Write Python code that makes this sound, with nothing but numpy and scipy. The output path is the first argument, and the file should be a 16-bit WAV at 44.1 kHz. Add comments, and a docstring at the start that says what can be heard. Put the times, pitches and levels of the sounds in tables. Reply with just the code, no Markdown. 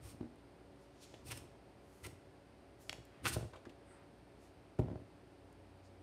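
"""A small kitchen with a humming fan, one microphone close to a steel tray.
A raw pumpkin is pushed onto a curved blade that stands in the tray. The wet flesh squeezes
along the steel, tears in short crunches as cells and fibres break, snaps and splits off.
A sleeve rustles, the pieces bump the tray, and a wedge is dropped on it and rocks to rest.
Behind it all are the fan, a short echo off the walls and a low drone that swells at the end."""
import sys
import numpy as np
from scipy import signal
from scipy.fft import rfft, irfft, next_fast_len
from scipy.io import wavfile
from scipy.ndimage import uniform_filter1d

SR = 44100
rng = np.random.default_rng(int(sys.argv[2]) if len(sys.argv) > 2 else 0)


def store_wav(level_fs):
    """Save 16-bit WAV to argv[1]."""
    pcm = np.round(np.clip(np.atleast_2d(level_fs), -1, 1) * 32767)
    wavfile.write(sys.argv[1], SR, pcm.T.astype(np.int16))


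N = 265834
TIME = np.arange(N) / SR

# the blade jerks through the flesh, close up: (centre t/s, half length/s, relative level/dB)
PUSHES = [(0.055, 0.022, -64.5), (0.096, 0.024, -62.5), (1.285, 0.018, -56.5), (1.318, 0.0066, -47.5),
          (1.358, 0.032, -63), (1.376, 0.0028, -51.5), (2.048, 0.0088, -55.5), (2.067, 0.0033, -51.5),
          (3.267, 0.014, -47), (3.284, 0.012, -41.5), (3.338, 0.01, -44.5)]
# the flesh cracks ahead of the blade: (centre t/s, half length/s, relative level/dB, f/Hz)
CRACKS = [(1.309, 0.0036, -47, 2960), (1.324, 0.0051, -44, 2550), (2.053, 0.008, -50.5, 2080),
          (3.257, 0.0021, -38.5, 2180), (3.264, 0.0086, -33, 1530)]
# spectra of breaking fibres, bursting cells and the shaking blade: (f/Hz, relative level/dB)
FIBRE_SPECTRUM = [(200, 3), (330, 4.5), (560, -3.5), (800, -0.5), (1100, 0.5), (1450, 0), (2000, 5),
                  (2900, -1.5), (3900, -5.5), (6000, -13.5), (15000, -38)]
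CELL_SPECTRUM = [(700, -11), (1800, -7), (2800, -1), (4200, -3.5), (5400, -1), (7600, -6), (8600, 5),
                 (10000, -3.5), (12500, -6.5), (15500, -12)]
SHUDDER_SPECTRUM = [(25, -30), (50, -15), (75, -3), (115, -7), (180, -22), (290, -16.5), (600, -30.5),
                    (1200, -32), (4000, -73)]
def tearing():
    """Each push bursts cells, breaks fibres and shakes the blade; a crack is a louder fibre volley."""
    breaks = ruptures(per_s=4900, spread_db=5.5)
    bursts = ruptures(per_s=8000, spread_db=0.5)
    fibres = cell_power = shudder_power = 0
    for s, half, db in PUSHES:
        cell_power += (from_db(db) * swell(s, half)) ** 2
        # the shudder outlasts the push and varies less in level
        shudder_power += (from_db(-26 + 0.52 * db) * swell(s, 2.24 * half)) ** 2
    push_crunches = [(s, half, db - 10.5, 2650) for s, half, db in PUSHES]
    for s, half, db, hz in CRACKS + push_crunches:
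        volley = from_db(db) * swell(s, half) * breaks + 1e-18
        gap_ring = band(volley, hz / 1.084, hz * 1.03, order=1)
        fibres += 0.45 * volley + 0.66 * gap_ring
    fibres = colour(fibres, FIBRE_SPECTRUM)
    cells = colour(np.sqrt(cell_power) * bursts, CELL_SPECTRUM)
    shudder = colour(np.sqrt(shudder_power) * noise(), SHUDDER_SPECTRUM)
    # the blade passes the crunch on to the tray's high modes
    ringing = through(fibres, band(tray_ring(), 953, 3050, order=5))
    return from_db(2) * fibres + cells + from_db(-17.5) * ringing + shudder


# the rind snaps, crumbs tick, and the dropped wedge slaps and spatters:
# (t/s, peak level/dB, f/Hz, decay time/s)
SNAPS_AND_SPATTER = [(0.359, -59.5, 9000, 0.0012), (1.141, -47.5, 2880, 0.0066),
                     (2.8949, -27.5, 2650, 0.0018), (2.9286, -34.5, 2600, 0.001), (3.052, -56, 9500, 0.002),
                     (3.534, -47, 1116, 0.018), (3.56, -52.5, 2830, 0.013), (3.653, -49.5, 1510, 0.0075),
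                     (3.694, -55, 3100, 0.0093), (4.789, -46.5, 1490, 0.0047), (4.791, -56, 8800, 0.011),
                     (5.527, -63, 9500, 0.0015)]
def snaps_and_spatter():
    """Each snap, tick, slap or spatter is a single sharp burst."""
    out = np.zeros(N)
    for s, db, hz, decay_s in SNAPS_AND_SPATTER:
        add(out, s, from_db(db) * sharp_burst(hz, decay_s))
    return out


def sharp_burst(hz, decay_s):
    """One click, then dying noise that rings at its pitch; low ones are also dull."""
    t = TIME[:SR // 10]
    burst = (t == 0) + 0.33 * rng.standard_normal(len(t)) * np.exp(-t / decay_s)
    crack = band(burst, hz / 1.49, hz * 1.35) + 0.5 * burst
    return peak_one(band(crack, hz / 6, hz * 2.28))


# pumpkin meets tray, near the microphone; levels are relative:
# (t/s, thud level/dB, clack level/dB, contact f/Hz, first rebound against the blow/dB)
KNOCKS = [(0.146, -50.5, -62, 200, -15), (0.2093, -41.5, -33, 269, -6.5), (1.140, -56, -43, 600, -12),
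          (1.420, -54.5, -54.5, 404, 3.5), (2.072, -49, -48, 360, -4.5), (2.127, -51, -63, 350, -10),
          (2.897, -51, -44, 685, -14), (2.929, -51.5, -45, 660, -7), (2.984, -48.5, -47.5, 350, -6),
          (3.3653, -30.5, -27, 517, -11.5), (3.410, -43, -41.5, 480, 5), (3.536, -56.5, -45, 676, -0.5),
          (3.669, -50, -40.5, 347, -9), (4.7931, -21, -24.5, 348, -11), (4.798, -30, -24.5, 339, -11),
          (4.843, -39, -42, 470, 0.5), (4.884, -45, -39, 580, -0.5), (4.913, -40, -37, 240, -4.5),
          (4.957, -39, -38, 517, -13), (5.016, -48, -45, 347, -17)]
def knocking():
    """A piece's weight thuds in the tray's low modes, its rind clacks higher ones, its flesh slaps."""
    out, ring = np.zeros(N), tray_ring()
    low_modes = band(ring, 69, 212, order=1)
    thud = peak_one(band(low_modes, 44, 380, order=1))
    for s, thud_db, clack_db, hz, rebound_db in KNOCKS:
        clack = peak_one(band(ring, hz / 1.53, hz * 1.51))
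        edge = (s - 0.005, -12, 0)  # an edge of rind touches before the weight arrives
        blows = [(at, db, from_db(thud_db)) for at, db in contacts(s, rebound_db, count=3)]
        for at, db, weight in [edge] + blows:
            slap = from_db(-16.5) * sharp_burst(2.3 * hz, decay_s=0.0034)
            rind = from_db(clack_db) * (clack + np.pad(slap, (0, len(clack) - len(slap))))
            add(out, at, from_db(db) * (weight * thud + rind))
    return out


def contacts(s, rebound_db, count, first_gap_s=0.019, shrink=0.75, loss_db=3.5):
    """A blow and its ever quicker rebounds, each weaker than the one before; the first may be louder than the
    blow: (t/s, relative level/dB)."""
    k = np.arange(count)
    gaps = first_gap_s * shrink ** k * (1 + 0.06 * rng.standard_normal(count))
    return [(s, 0), *zip(s + np.cumsum(gaps), rebound_db - loss_db * k)]


# modes of the loaded steel tray: (f/Hz, relative level/dB, t60/s)
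TRAY_MODES = [(74.4, -41, 0.039), (113, 1, 0.14), (137.6, 2, 0.092), (174.3, 0.5, 0.12), (240, -7, 0.26),
              (275.5, 10, 0.029), (330, 1, 0.042), (387, -5.5, 0.021), (441, -14.5, 0.17),
              (515, -4.5, 0.053), (623.7, -1.5, 0.052), (764, -1, 0.013), (1010, -12.5, 0.054),
              (1358, -12, 0.077), (1502, -13, 0.028), (1550, -69, 0.066), (1790, -8, 0.023),
              (2280, -68, .14), (2600, -62, 0.11), (3270, -74, .06)]
def tray_ring():
    """One sharp tap leaves each mode of the tray ringing as a dying sine."""
    t = TIME[:SR // 2]
    return sum(from_db(db - 60 * t / t60) * np.sin(2 * np.pi * hz * t) for hz, db, t60 in TRAY_MODES)


# wet flesh and fingers slide and squeak, and a sleeve rustles (the two lowest strokes):
# (centre t/s, half length/s, relative level/dB, f/Hz, bandwidth/octaves)
RUBS = [(0.827, 0.029, -80.5, 6500, 1.5), (1.035, 0.015, -64, 5100, 1.8), (1.092, 0.091, -71.5, 3870, 1.74),
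        (1.984, 0.091, -77, 7600, 1.4), (2.822, 0.017, -71.5, 6940, 2.2), (2.91, 0.055, -72, 6740, 1.3),
        (3.172, 0.082, -72, 1530, 1.5), (3.918, 0.034, -74.5, 8570, 0.16), (3.948, 0.075, -70, 1190, 1.44),
        (4.443, 0.032, -76, 4980, 2.1), (5.858, 0.015, -76.5, 5500, 1)]
def rubbing():
    """Fine friction of flesh, fingers or cloth, with a pitch of its own in each stroke."""
    grain, out = ruptures(per_s=9000, spread_db=3.0), np.zeros(N)
    for s, half, db, hz, octaves in RUBS:
        edge_ratio = 2 ** (octaves / 2)
        friction = rms_one(band(grain, hz / edge_ratio, hz * edge_ratio))
        out += from_db(db) * swell(s, half) * friction
    return out


# room tone, the fan's rush and hiss: (f/Hz, relative level/dB)
RUSH_SPECTRUM = [(18, -50), (30, -29), (48, -5), (122, -1.5), (145, -4), (252, -4.5), (286, -2.5),
                 (420, -3), (521, -9.5), (572, -7.5), (608, -10), (668, -6), (1200, -17.5), (1560, -42),
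                 (2640, -120)]
HISS_SPECTRUM = [(500, -13), (900, -25), (1300, 4.5), (2600, -0.5), (3600, -5.5), (4800, -5.5),
                 (5800, -12.5), (7700, -16.5), (8600, -8.5), (10500, -17.5), (13500, -22.5), (15500, -40)]
# the fan's hum: (f/Hz, level/dB)
HUM_LINES = [(59.2, -72), (118.4, -75.5), (285.3, -72), (376.8, -76), (565.2, -73.5), (651.4, -97)]
# a low drone swells at the end: (t/s, level/dB)
DRONE_SWELL = [(0, -79), (5.2, -71), (5.45, -68), (5.75, -67), (6.03, -59.5)]
def fan(drone_hz=92.8):
    """A steady rush of air in the background, with wavering hum lines and a late drone."""
    rush = from_db(-62.5) * colour(noise(), RUSH_SPECTRUM)
    hiss = from_db(-73) * colour(noise(), HISS_SPECTRUM)
    drone_db = np.interp(TIME, *np.transpose(DRONE_SWELL))
    hum = 0
    for hz, db in HUM_LINES + [(drone_hz, drone_db)]:
        amplitude = np.sqrt(2) * from_db(db + drift(4.8))
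        hum += amplitude * np.sin(2 * np.pi * hz * TIME + 0.69 * drift(3.1))
    return rush + hiss + hum


# the kitchen's echo: (f/Hz, t60/s)
ECHO_DECAY = [(100, 0.4), (500, 0.48), (2000, 0.43), (6000, 0.47), (14000, 0.3)]
def kitchen(x, build_up_s):
    """Dense echoes off the near walls build up quickly and die fastest in the high treble."""
    t, edges = TIME[:SR * 2 // 3], np.geomspace(40, 18000, 10)
    echo = 0
    for low, high in zip(edges, edges[1:]):
        fade = from_db(-60 * t / at_hz(ECHO_DECAY, np.sqrt(low * high)))
        echo += band(rng.standard_normal(len(t)), low, high) * fade
    onset = 1 - np.exp(-(t / build_up_s) ** 2)
    return through(x, echo * onset)


def ruptures(per_s, spread_db):
    """Tiny breaks of uneven size at random moments; the steady push evens out their power."""
    sizes = from_db(spread_db * np.minimum(rng.exponential(1, N), 4)) * rng.choice([-1, 1], N)
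    clicks = sizes * (rng.random(N) < per_s / SR)
    local_power = uniform_filter1d(clicks ** 2, size=500)
    return clicks / np.sqrt(np.maximum(local_power, 1e-3))


def from_db(db):
    return 10 ** (np.asarray(db) / 20)


def rms_one(x):
    return x / np.sqrt(np.mean(x ** 2) + 1e-20)


def peak_one(x):
    return x / np.max(np.abs(x))


def at_hz(points, hz):
    """Reads a table on a log-frequency axis."""
    f, value = np.transpose(points)
    return np.interp(np.log(np.maximum(hz, 1)), np.log(f), value)


def band(x, low_hz, high_hz, order=2):
    """Causal band-pass."""
    edges = [min(low_hz, .4 * SR), min(high_hz, .45 * SR)]
    return signal.sosfilt(signal.butter(order, edges, "band", fs=SR, output="sos"), x)


def colour(x, spectrum):
    """Shapes x by a spectrum that falls away past its ends; white input keeps its power."""
    size = next_fast_len(N)
    hz = np.fft.rfftfreq(size, 1 / SR)
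    skirts = np.minimum(hz / spectrum[0][0], 1) * np.minimum(spectrum[-1][0] / (hz + 1), 1)
    gain = rms_one(from_db(at_hz(spectrum, hz)) * skirts ** 2)
    return irfft(rfft(x, size) * gain, size)[:N]


def noise():
    return rng.standard_normal(N)


def drift(rate_hz):
    """A slow random wander with spread about 1."""
    return np.interp(TIME * rate_hz, np.arange(N), noise())


def swell(centre, half_length):
    """A bell-shaped rise and fall."""
    return np.exp(-.5 * ((TIME - centre) / half_length) ** 2)


def add(track, s, sound):
    """Mixes a short sound in at time s."""
    i = max(round(s * SR), 0)
    track[i:i + len(sound)] += sound[:N - i]


def through(x, response):
    """Convolves x with a response scaled to unit energy."""
    return signal.fftconvolve(x, response / np.linalg.norm(response))[:N]


def scene():
    """Pumpkin and tray up close, walls and fan behind them, in mono."""
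    cutting = tearing() + rubbing()
    clicks = snaps_and_spatter()
    knocks = from_db(0.5) * knocking()
    direct = from_db(1) * cutting + clicks + knocks
    to_walls = from_db(-8) * cutting + from_db(-11.5) * clicks + from_db(-12) * knocks
    return (direct + kitchen(to_walls, build_up_s=0.00091) + fan())[None]


def record(dry):
    """The microphone drops the deepest bass; the top is cut steeply."""
    low_cut = signal.butter(5, 42, "high", fs=SR, output="sos")
    high_cut = signal.ellip(10, .1, 70, 15550, fs=SR, output="sos")
    return signal.sosfilt(high_cut, signal.sosfilt(low_cut, dry))


dry = scene()
out = record(dry)
store_wav(out)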